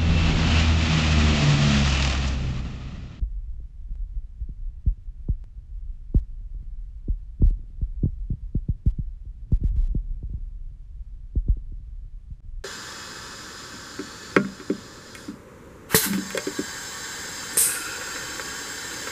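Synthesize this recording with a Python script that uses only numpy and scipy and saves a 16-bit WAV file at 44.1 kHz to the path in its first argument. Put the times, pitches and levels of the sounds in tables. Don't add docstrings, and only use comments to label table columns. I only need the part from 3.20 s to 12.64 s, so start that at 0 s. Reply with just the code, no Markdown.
import sys
import numpy as np
from scipy import signal
from scipy.fft import rfft, irfft, next_fast_len
from scipy.io import wavfile
from scipy.ndimage import uniform_filter1d, map_coordinates

SR = 44100
rng = np.random.default_rng(int(sys.argv[2]) if len(sys.argv) > 2 else 0)


def put_to_file(sound):
    columns = np.atleast_2d(sound).T
    safe = np.clip(columns, -1, 1)
    whole_steps = np.round(safe * 32767)
    wavfile.write(sys.argv[1], SR, whole_steps.astype(np.int16))


N = 416304
FFT_SIZE = next_fast_len(N + SR // 2)

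# start_s, boom_db, body_db, knock_db, softness_db_per_octave
WATER_LUMPS = [(.012, -19, -31.5, -45, 22), (.025, -38, -49, -50.5, -2), (0.4, -45.5, -51.5, -53, -0.5),
               (0.705, -39, -36.5, -62, 15), (.939, -27, -52, -61, 11), (1.202, -21, -44.5, -55, 16),
               (1.288, -48.5, -31, -44, 11), (1.66, -9.5, -19.5, -37, 16), (1.707, -36.5, -43.5, -70, 10),
               (2.085, -12, -19.5, -29.5, 7), (2.944, -9, -14.5, -18.5, 15.5), (3.343, -47, -44, -54.5, 1),
               (3.423, -46, -42, -54, 10), (3.881, -14.5, -28, -25, 19.5), (4.194, -15.5, -30.5, -45, 14.5),
               (4.218, -9, -14, -18, 15), (4.247, -10, -25.5, -37.5, 10.5), (4.304, -29.5, -32.5, -37, 8),
               (4.391, -58.5, -46.5, -52, 6), (4.436, -48, -48.5, -55, 4), (4.499, -33, -44.5, -55, 10.5),
               (4.613, -16.5, -24, -42.5, 2.5), (4.832, -16, -13.5, -18.5, 24),
               (4.853, -24.5, -15, -23, 16), (4.880, -31, -41, -52.5, 8), (5.1, -21.5, -18.5, -29.5, 38),
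               (5.13, -30.5, -24.5, -42.5, 8), (5.214, -24.5, -49, -70, 8), (5.348, -18, -16, -22, 21.5),
               (5.485, -16.5, -15.5, -29.5, 16.5), (5.659, -9, -13.5, -26.5, 25),
               (5.785, -23.5, -19, -35, 34), (6.053, -25, -43.5, -52.5, 7), (6.304, -40.5, -42.5, -54, 16),
               (6.318, -11, -13, -26.5, 10), (6.407, -19, -28.5, -46, 22), (6.435, -11.5, -20.5, -26, 19),
               (6.531, -15, -46, -71, 14), (6.561, -15.5, -30.5, -48.5, 1), (6.592, -29, -44.5, -46, 11),
               (6.682, -41.5, -40.5, -51.5, 6), (6.702, -45, -41.5, -58, 14), (6.720, -44, -40, -54, 17),
               (6.747, -19, -18.5, -24, 18.5), (7.027, -20.5, -30, -41, 3), (7.095, -38.5, -36.5, -47, 8),
               (7.133, -20.5, -26.5, -43.5, 12), (7.177, -40, -41.5, -54, 12), (7.205, -44, -48, -59, 13.5),
               (8.155, -11, -25, -25, 19.5), (8.263, -28, -39, -48.5, 18), (8.282, -9, -21, -28.5, 13),
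               (8.367, -39, -41, -40, 11.5), (8.490, -39, -48.5, -62, 16), (8.519, -26, -41, -41, 28),
               (9.102, -31, -33.5, -72, 14)]
# pitch_hz, width_octaves
THUMP_PARTS = [(46, 0.63), (140, 0.48), (310, 0.55), (540, 0.54), (1050, 0.36)]
# pitch_hz, relative_db
SINK_TONE = [(10, -15), (22, -4), (40, -1.5), (100, -4.5), (300, -20.5), (520, -36.5), (680, -48),
             (1200, -66), (4000, -89)]


def thumps():
    start_s, boom_db, body_db, knock_db, softness = np.transpose(WATER_LUMPS)
    knock_hz = THUMP_PARTS[2][0]
    ring_db, snap_db = [knock_db - softness * np.log2(hz / knock_hz) for hz, _ in THUMP_PARTS[3:]]
    snap_db -= 0.63 * (-18.5 - knock_db)
    grid_hz = np.fft.rfftfreq(FFT_SIZE, 1 / SR)
    sound = np.zeros(N)
    for (pitch_hz, width), db in zip(THUMP_PARTS, [boom_db, body_db, knock_db, ring_db, snap_db]):
        def part(hz):
            octaves_away = np.log2((hz + 1) / pitch_hz)
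            return tone_gain(SINK_TONE, hz) * np.exp(-.5 * (octaves_away / width) ** 2)
        blows = filtered(pulses(start_s, db), lambda hz: part(hz) * steel_delay(hz))
        sound += blows / np.mean(part(grid_hz))
    return sound


def steel_delay(hz):
    return np.exp(-2j * np.pi * 1.3 * np.log((hz + 1) / 125))


# time_s, rumble_db, patter_db
STREAM_LEVELS = [(0.0, -28, -49.5), (0.89, -34.5, -51.5), (2.18, -32.5, -52), (2.6, -35, -52),
                 (2.97, -34, -51.5), (4.15, -34, -52), (4.47, -37.5, -46.5), (4.94, -29, -52),
                 (5.55, -39.5, -48), (5.97, -37.5, -52), (6.26, -39.5, -46.5), (6.54, -29.5, -43.5),
                 (7.44, -36.5, -52), (7.99, -33.5, -50.5), (8.18, -35.5, -49.5), (9.44, -39.5, -52)]
# pitch_hz, relative_db
RUMBLE_TONE = [(8, -26), (18, -5.5), (32, 6.5), (43, 1.5), (58, -3), (75, -15.5), (110, -27), (200, -72),
               (400, -140)]
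PATTER_TONE = [(40, -27.5), (70, -2), (110, -7), (150, -13.5), (230, -27), (350, -36), (550, -43.5),
               (900, -56.5), (2000, -140)]


def stream():
    rumble = unit(amp(1.9 * wobble(rate_hz=7.1)) * noise(RUMBLE_TONE))
    when, size = rng.random((500, 2)).T
    drops = np.bincount((when * N).astype(int), amp(-3 * np.log(size)), N)
    taps = unit(filtered(drops, lambda hz: tone_gain(PATTER_TONE, hz) * steel_delay(hz)))
    patter = unit(0.73 * taps + noise(PATTER_TONE))
    time_s, rumble_db, patter_db = np.transpose(STREAM_LEVELS)
    start_s, boom_db, body_db, *_ = np.transpose(WATER_LUMPS)
    t = np.arange(N) / SR
    rumble_gain = amp(np.interp(t, time_s, rumble_db)) + slosh(start_s, boom_db - 21, fade_s=0.057)
    patter_gain = amp(np.interp(t, time_s, patter_db)) + slosh(start_s, body_db - 35.5, fade_s=0.03)
    return rumble_gain * rumble + patter_gain * patter


def slosh(start_s, level_db, fade_s, delay_s=0.022):
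    return uniform_filter1d(fading(pulses(start_s + delay_s, level_db), fade_s), size=600)


# start_s, level_db
PRESSURE_STEPS = [(.755, -44.5), (2.2412, -41), (6.4184, -51), (9.2042, -52)]


def ticks():
    start_s, level_db = np.transpose(PRESSURE_STEPS)
    steps = fading(pulses(start_s, level_db), fade_s=0.003)
    return filtered(steps, lambda hz: 1 / (1 + (hz / 11000) ** 4))


# pitch_hz, relative_db
HISS_TONE = [(200, -20), (500, 0), (1000, -1), (2300, -4.5), (6700, -11), (11500, -18), (12050, -20),
             (12200, -32), (14000, -33)]
SWELL_TONE = [(300, -11), (700, -0.5), (1200, -5.5), (2400, -6.5), (4200, -8.5), (7000, -13), (10000, -18),
              (12500, -23.5), (14000, -29)]
# start_s, end_s, level_db
HISS_SWELLS = [(2.947, 3.003, -64), (4.25, 4.309, -63), (5.659, 5.716, -64.5), (6.318, 6.374, -64),
               (6.437, 6.495, -63.5), (6.56, 6.683, -64), (9.112, 9.147, -78)]


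def hiss():
    swell_gain = np.zeros(N)
    for start_s, end_s, level_db in HISS_SWELLS:
        swell_gain[round(start_s * SR):round(end_s * SR)] = amp(level_db)
    swell_gain = uniform_filter1d(swell_gain, size=200)
    steady = amp(-76.5 + 0.58 * wobble(rate_hz=24)) * noise(HISS_TONE)
    return steady + swell_gain * noise(SWELL_TONE)


def amp(db):
    return 10 ** (np.asarray(db) / 20)


def unit(x):
    return x / np.sqrt(np.mean(x ** 2) + 1e-20)


def pulses(start_s, level_db):
    return np.bincount(np.round(start_s * SR).astype(int), amp(level_db), N)


def fading(pushes, fade_s):
    return signal.lfilter([1], [1, -np.exp(-1 / (fade_s * SR))], pushes)


def tone_gain(tone, hz):
    pitch_hz, db = np.transpose(tone)
    return amp(np.interp(np.log(hz + 1), np.log(pitch_hz + 1), db))


def wobble(rate_hz):
    points = rng.standard_normal(int(N * rate_hz / SR) + 4)
    return map_coordinates(points, [np.arange(N) * rate_hz / SR])


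def filtered(x, response):
    hz = np.fft.rfftfreq(FFT_SIZE, 1 / SR)
    return irfft(rfft(x, FFT_SIZE) * response(hz), FFT_SIZE)[..., :N]


def noise(tone):
    return unit(filtered(rng.standard_normal(N), lambda hz: tone_gain(tone, hz)))


def scene():
    dropout_s, return_s = 9.2066, 0.025
    since_s = np.arange(N) / SR - dropout_s
    cut_out = np.clip(-since_s * 500, 0, 1)
    fade_back = np.clip(since_s / return_s, 0, 1) ** 2
    level = np.where(since_s < 0, cut_out, fade_back)
    level[:200] *= np.arange(200) / 200
    return ((thumps() + stream() + hiss()) * level + ticks())[None]


def record(dry, top_hz=14000):
    return filtered(dry, lambda hz: hz < top_hz)


dry = scene()
out = record(dry)
put_to_file(out)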